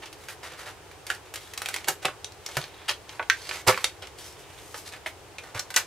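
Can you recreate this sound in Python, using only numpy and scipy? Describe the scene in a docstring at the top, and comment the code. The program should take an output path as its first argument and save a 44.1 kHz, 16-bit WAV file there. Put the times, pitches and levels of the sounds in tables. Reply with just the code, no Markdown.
"""First, hands turn a stiff plastic blister pack over a desk in a small, softly humming room: sliding
edges rasp in tiny slips, and each snap rings a patch of the thin shell. From about 1.5 s the hands
grip the pack and prise its rim apart; it snaps, its domes pop, and it thumps when it jumps. Near 3.7 s
it bursts open. Then the card and paper leaflet slide out, and a few last snaps come near 5.7 s as the
pack is put aside."""
import sys
import numpy as np
from scipy import signal
from scipy.fft import rfft, irfft, next_fast_len
from scipy.io import wavfile

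SR = 44100
rng = np.random.default_rng(int(sys.argv[2]) if len(sys.argv) > 2 else 0)


def pcm_store(signal):
    """Save signal as 16-bit PCM."""
    levels = np.round(np.clip(np.atleast_2d(signal), -1, 1) * 32767)
    wavfile.write(sys.argv[1], SR, levels.astype(np.int16).T)


N = 258426
TIME = np.arange(N) / SR


def amp(db):
    """Turn decibels into a number to multiply by."""
    return 10 ** (np.asarray(db) / 20)


def unit(x):
    """Scale a sound so that its average strength (rms) is 1."""
    return x / np.sqrt(np.mean(np.abs(x) ** 2))


def fade(t, t60):
    """A smooth dying away that loses 60 dB every t60 seconds."""
    return np.exp(-np.log(1000) * t / max(t60, 1e-3))


def add(track, start_s, sound):
    """Mix a sound into a track."""
    i = max(int(start_s * SR), 0)
    part = sound[:max(N - i, 0)]
    track[i:i + len(part)] += part


def filtered(x, response):
    """Turn each frequency of x up or down by response(hz)."""
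    count = x.shape[-1]
    size = 2 * next_fast_len(count // 2 + 4096)
    hz = np.maximum(np.arange(size // 2 + 1) * SR / size, 1)
    return irfft(rfft(x, size) * response(hz), size)[..., :count]


def causal(db):
    """A filter with these levels that makes no sound before the blow (minimum phase)."""
    cepstrum = irfft(db * np.log(10) / 20)
    half = len(cepstrum) // 2
    cepstrum[1:half] *= 2
    cepstrum[half + 1:] = 0
    return np.exp(rfft(cepstrum))


def level_at(points, hz):
    """Read the level between (f/Hz, level/dB) points, with octaves evenly spaced."""
    point_hz, point_db = np.array(points).T
    return np.interp(np.log(hz), np.log(point_hz), point_db)


def diffuse_noise(size, apart_hz, bass_side):
    """Noise from all around: two close microphones agree on low notes and differ on high ones."""
    mid, side = rng.standard_normal((2, size))
    side_share = lambda hz: np.clip(bass_side + .5 * hz ** 2 / (hz ** 2 + apart_hz ** 2), 0, .5)
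    mid = filtered(mid, lambda hz: np.sqrt(1 - side_share(hz)))
    side = filtered(side, lambda hz: np.sqrt(side_share(hz)))
    return np.array([mid + side, mid - side])


# The tone of the steady room noise: f/Hz, relative level/dB
ROOM_TONE = [(15, -39), (25, -16), (91, 3.5), (178, -10), (233, -16.5), (305, -4.5), (421, -1), (598, -7.5),
             (762, -4.5), (1570, -12.5), (3000, -14.5), (4040, -18), (8810, -21), (11500, -26.5),
             (15500, -31)]
def room_noise(level_db=-48):
    """The low rumble and soft hiss of the room."""
    noise = diffuse_noise(N, apart_hz=4700, bass_side=0.14)
    return amp(level_db) * unit(filtered(noise, lambda hz: amp(level_at(ROOM_TONE, hz))))


def turning(x, new_echoes, hop_s=.3):
    """The pack keeps turning, so each stretch of its sound meets a new pattern of echoes."""
    hop = int(hop_s * SR)
    out = np.zeros((2, N))
    for start in range(-hop, N, hop):
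        i = np.arange(max(start, 0), min(start + 2 * hop, N))
        piece = x[i] * np.sin(np.pi * (i - start) / (2 * hop))
        for channel, echoes in zip(out, new_echoes()):
            add(channel, i[0] / SR, signal.fftconvolve(piece, echoes))
    return out


def room_echo(x, level_db=-5, t60=0.16, rise_t60=0.013):
    """Sound bounces off the desk and walls and blurs into a short tail."""
    t = TIME[:SR // 4]
    def new_echoes():
        noise = diffuse_noise(len(t), apart_hz=4150, bass_side=0.0039)
        tail = noise * fade(t, t60) * (1 - fade(t, rise_t60))
        return amp(level_db) * unit(tail) / np.sqrt(len(t))
    return turning(x, new_echoes)


def direct_sound(x, right_delay_s=.000012, spread_db=-3, spread_hz=7500, spread_t60=0.014):
    """Sound reaches the left side first; the pack's broad faces send different highs to each side."""
    t = TIME[:SR // 50]
    def new_echoes():
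        scatter = unit(rng.standard_normal(len(t)) * fade(t, spread_t60)) / np.sqrt(len(t))
        return scatter, -scatter
    scattered_highs = filtered(turning(x, new_echoes), lambda hz: 1j * hz / (spread_hz + 1j * hz))
    right = filtered(x, lambda hz: np.exp(-2j * np.pi * hz * right_delay_s))
    return np.array([x, right]) + amp(spread_db) * scattered_highs


# How much louder the pack is on the left than on the right: f/Hz, level/dB
LEFT_OVER_RIGHT = [(300, -2), (2000, -1.7), (5500, 0.5), (9000, 1.5), (14000, -1.8)]
def balance(left, right):
    """Some pitches lean a little to the left, others to the right."""
    left = filtered(left, lambda hz: amp(level_at(LEFT_OVER_RIGHT, hz) / 2))
    right = filtered(right, lambda hz: amp(-level_at(LEFT_OVER_RIGHT, hz) / 2))
    return np.array([left, right])


# How well the thin sheet passes each pitch to the air: f/Hz, level/dB
SHEET_TO_AIR = [(60, -30), (280, -4), (390, -0.5), (650, -2.5), (1200, 0.5), (9000, -1.5), (13000, -4.5),
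                (15500, -12.5)]
# The notes at which the hollow pack rings: f/Hz, width/Hz, level/dB
BODY_NOTES = [(378.6, 28, 0), (515, 19, 4.5), (610, 62, 3.5), (755, 25, -0.5), (850, 88, -4),
              (950, 8.8, -11), (1080, 35, -22), (1296, 18, -5), (1478, 22, 2.5), (1880, 44, -30),
              (1735, 32, -10), (2166, 300, -16), (2560, 97, -33)]
def hollow_body(x):
    """Shaking the pack also rings its hollow body."""
    def response(hz):
        notes = sum(amp(db) / (1 + 1j * (hz / f - f / hz) * f / width) for f, width, db in BODY_NOTES)
        return (1 + notes) * causal(level_at(SHEET_TO_AIR, hz))
    return filtered(x, response)


def sheet_patch(x, ring_hz, bass_cut, dullness, ring_db=-6, sharpness=6):
    """A patch of sheet favours one pitch and is weaker below (bass_cut) and above (dullness)."""
    def response(hz):
        octaves = np.log2(hz / ring_hz)
        # Both slopes are in dB per octave; their sign is ignored.
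        low_loss_db = abs(bass_cut) * np.logaddexp(0, -5 * octaves) / 5
        high_loss_db = abs(dullness) * np.logaddexp(0, 5 * octaves) / 5
        ring = amp(ring_db) / (1 + 1j * sharpness * (hz / ring_hz - ring_hz / hz))
        return (1 + ring) * causal(-np.minimum(low_loss_db + high_loss_db, 50))
    return unit(filtered(x, response)) * np.std(x)  # as strong as it came in


# Slides of plastic, card and fingers:
# fastest moment t/s, length/s, level/dB, strongest f/Hz, dullness/(dB per octave)
STROKES = [ (0.026, 0.036, -40, 2820, 10.5), (0.061, 0.032, -43, 3400, 8), (0.228, 0.18, -51, 2000, 1.5),
           (0.303, .06, -41.5, 1790, 2), (0.442, .08, -39.5, 2050, 5.5), (0.512, .1, -46, 1650, 6),
           (0.591, 0.095, -42, 1830, 4), (0.666, 0.083, -41, 1630, 5), (1.098, 0.1, -40.5, 1760, 4),
           (1.265, .07, -53.5, 2480, 5), (1.426, 0.18, -47.5, 3560, 3), (1.721, 0.36, -44, 2180, 4.5),
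           (1.881, 0.042, -27, 820, 2.5), (2.028, .045, -41, 2600, 5.5), (2.571, 0.28, -43.5, 3010, 4.5),
           (2.8, 0.34, -52, 3700, 28), (2.89, 0.049, -26.5, 3080, 7), (3.11, 0.15, -48, 1790, 5.5),
           (3.487, .31, -41.5, 4400, 7.5), (3.544, 0.11, -37, 2070, 4), (3.677, .055, -20, 950, 4),
           (3.774, .22, -42, 2300, 3.5), (4.027, .05, -41, 3145, 12), (4.189, .06, -43, 3000, 2.5),
           (4.246, .18, -44.5, 5400, 4), (4.388, 0.087, -51, 5980, -3), (4.5, 0.42, -55.5, 3050, 22),
           (4.701, .5, -50, 6460, -1.5), (4.766, .1, -41.5, 5270, 1), (4.863, .065, -41.5, 4470, 6),
           (4.93, 0.068, -41.5, 2080, 6.5), (5.068, .055, -40.5, 2400, -1), (5.44, .1, -46.5, 1700, 6),
           (5.558, .07, -35, 1500, 6)]
def slides(slips_per_s=1200, scatter_db=5, slip_t60=0.031, hiss_db=-3, swell=0.68, slow_pull_s=.55):
    """Sliding surfaces catch and let go in uneven little slips over a smooth hiss."""
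    out, t = np.zeros(N), TIME[:SR // 40]
    for fastest_s, length_s, db, ring_hz, dullness in STROKES:
        size = int(length_s * SR)
        slipping = rng.random(size) < slips_per_s / SR
        slips = slipping * amp(scatter_db * np.minimum(rng.exponential(size=size), 4))
        energy = np.abs(signal.fftconvolve(slips ** 2, fade(t, slip_t60) ** 2)[:size]) + 1e-9
        roughness = unit(np.sqrt(energy / energy.mean() + amp(hiss_db) ** 2))
        # A longer slide spends more of its time speeding up.
        speed_up_s = length_s * np.clip(length_s / slow_pull_s, .22, .55)
        speed = np.interp(TIME[:size], [0, speed_up_s, length_s], [0, 1, 0])
        rasp = speed ** swell * roughness * rng.standard_normal(size)
        rasp = sheet_patch(rasp, ring_hz, bass_cut=2.66, dullness=dullness)
        add(out, fastest_s - speed_up_s, amp(db) * rasp)
    return out


def crackle(count=64, range_db=7, middle_hz=3100, range_octaves=1.5):
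    """Faint ticks of random size and pitch come loose during slides, louder on firmer strokes."""
    out = np.zeros(N)
    fastest_s, length_s, stroke_db = np.array(STROKES).T[:3]
    share = np.cumsum(length_s) / length_s.sum()
    for k, (when, size, pitch) in enumerate(rng.random((count, 3)) - .5):
        i = np.searchsorted(share, (k + .5) / count)  # longer strokes get more ticks
        db = min(stroke_db[i] + 1, -39) + range_db * size
        tick = snap(middle_hz * 2 ** (range_octaves * pitch), dullness=6, t60=0.031)
        add(out, fastest_s[i] + when * length_s[i] / 2, amp(db) * tick)
    return out


# Jumps of the whole pack: t/s, swing level/dB, swing f/Hz, knock level/dB
JUMPS = [(1.885, -40, 150, -30.5), (2.052, -31.5, 140, -28), (2.57, -26, 140, -34.5),
         (3.675, -22, 113, -36), (3.684, -23.5, 193, -14), (5.552, -31.5, 118, -36)]
def thumps(rise_t60=0.0078, swing_t60=0.082, knock_t60=0.09, soft_hz=490):
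    """The pack swings until the hands calm it; the soft jolt knocks its two lowest notes."""
    out, t = np.zeros(N), TIME[:SR // 3]
    low_notes = sum(amp(db) / (1 + (hz / soft_hz) ** 4) * np.sin(2 * np.pi * hz * t)
                    for hz, _, db in BODY_NOTES[:2])
    for start_s, swing_db, hz, knock_db in JUMPS:
        swing = amp(swing_db) * np.sin(2 * np.pi * hz * t) * fade(t, swing_t60)
        knock = amp(knock_db) * low_notes * fade(t, knock_t60)
        add(out, start_s, (swing + knock) * (1 - fade(t, rise_t60)))
    return out


# The notes of one plastic dome: multiple of the lowest note, level/dB
DOME_NOTES = [(1, 4), (1.115, -1.5), (1.18, -2.5), (1.51, -6)]
# Domes flipping inside out: t/s, level/dB, lowest note f/Hz
DOME_FLIPS = [(0.6755, -43.5, 1530), (1.1017, -25.5, 1417), (1.659, -35, 2060), (1.741, -32, 1980),
              (1.7621, -34, 2026), (3.2988, -12.5, 1570)]
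def pops(rise_t60=0.0019, t60=0.035, crack_db=3, low_cut_hz=1000):
    """A flipping dome cracks and rings a few close, hollow notes; it is too small to give off bass."""
    out, t = np.zeros(N), TIME[:SR // 5]
    for start_s, db, hz in DOME_FLIPS:
        notes = sum(amp(note_db) * np.sin(2 * np.pi * (hz * ratio * t + rng.random()))
                    for ratio, note_db in DOME_NOTES)
        add(out, start_s, amp(db) * notes * fade(t, t60) * (1 - fade(t, rise_t60)))
        crack = snap(1.2 * hz, dullness=11, t60=0.02, bass_cut=26)
        add(out, start_s, amp(db + crack_db) * crack)
    return signal.sosfilt(signal.butter(2, low_cut_hz, "high", fs=SR, output="sos"), out)


def snap(ring_hz, dullness, t60, bass_cut=4.57, crack_db=-2, crack_t60=0.0074, ring_db=-1):
    """One sharp crack spreads into the sheet's many crowded notes, which quickly die away."""
    t = TIME[:SR // 6]
    ring = amp(ring_db) * fade(t, t60)
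    crack = amp(crack_db) * fade(t, crack_t60)
    rise = 1 - fade(t, t60=0.001)
    noise = rng.choice([-1, 1], len(t))
    return sheet_patch((ring + crack) * rise * noise, ring_hz, bass_cut, dullness)


# The shell buckles or catches: t/s, level/dB, strongest f/Hz, dullness/(dB per octave)
BUCKLES = [ (0.128, -38.5, 3950, 5), (0.285, -33.5, 1650, 3.5), (0.9129, -44.5, 1780, 4.5),
           (1.067, -32.5, 2680, 3), (1.1011, -27.5, 1860, 4), (1.148, -37.5, 4500, 3),
           (1.3392, -31, 1674, 1), (1.3576, -29.5, 3200, 3), (1.375, -39, 1990, 3),
           (1.5358, -32, 1880, 0.5), (1.5763, -24.5, 2530, 3.5), (1.6182, -24.5, 2280, 2),
           (1.6588, -24, 2390, 3), (1.6871, -23.5, 2100, 2), (1.7412, -23, 2460, 2.5),
           (1.762, -25.5, 2300, 4), (1.844, -33, 2550, 6.5), (1.884, -14.5, 870, 0),
           (2.0485, -23.5, 880, 8.5), (2.053, -16.5, 2350, 8), (2.0827, -28.5, 1110, 11),
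           (2.2443, -25.5, 6400, 20), (2.3208, -41, 4530, 8), (2.4624, -25, 5350, 11),
           (2.4879, -36.5, 930, 4.5), (2.5687, -18.5, 1500, 4), (2.6142, -33, 3700, 11),
           (2.626, -36, 3900, 12), (2.6398, -32, 3670, 14), (2.8925, -20, 3440, 14),
           (2.9115, -26.5, 2940, 7), (3.093, -34.5, 3280, 12), (3.195, -22.5, 1630, 21),
           (3.227, -35, 2400, 11), (3.4914, -26.5, 2600, 7), (3.5114, -25.5, 2420, 16),
           (3.6752, -14.5, 1230, 2.5), (3.6828, -13, 1120, 3.5), (3.6886, -14, 1190, 7.5),
           (3.6958, -17.5, 915, 2), (3.7253, -25.5, 2100, 9), (3.744, -25.5, 2500, 14),
           (3.7755, -25, 1340, 6.5), (3.8426, -12, 4630, 8), (4.071, -38, 2650, 5),
           (4.7433, -33.5, 1260, 6), (5.0609, -26, 2300, 15), (5.3831, -33, 2440, 9),
           (5.594, -22.5, 5600, 10), (5.7038, -32.5, 1500, 3), (5.741, -29, 1510, 2),
           (5.762, -11.5, 5900, 8), (5.765, -15.5, 1980, 4), (5.7734, -19.5, 1400, 2)]
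def snaps(grip_start_s=1.45, grip_end_s=4.2, gripped_t60=.038, loose_t60=.07):
    """The pack snaps as it is turned, prised open and put aside; a tight grip shortens the ring."""
    out = np.zeros(N)
    for start_s, db, ring_hz, dullness in BUCKLES:
        t60_at_2000_hz = gripped_t60 if grip_start_s < start_s < grip_end_s else loose_t60
        t60 = t60_at_2000_hz * (2000 / ring_hz) ** .55  # small, high patches die away sooner
        add(out, start_s, amp(db) * snap(ring_hz, dullness, t60))
    return out


def scene():
    """The pack heard from close by, with its echo and the room noise."""
    pack = hollow_body(snaps() + crackle() + slides()) + pops() + thumps()
    left, right = direct_sound(pack) + room_echo(pack)
    return balance(left, right) + room_noise()


def record(dry, top_hz=15500):
    """The microphones round off the loudest peaks and lose the very highest pitches."""
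    high_cut = signal.ellip(8, .2, 80, top_hz, fs=SR, output="sos")
    return signal.sosfilt(high_cut, np.tanh(dry))


dry = scene()
out = record(dry)
pcm_store(out)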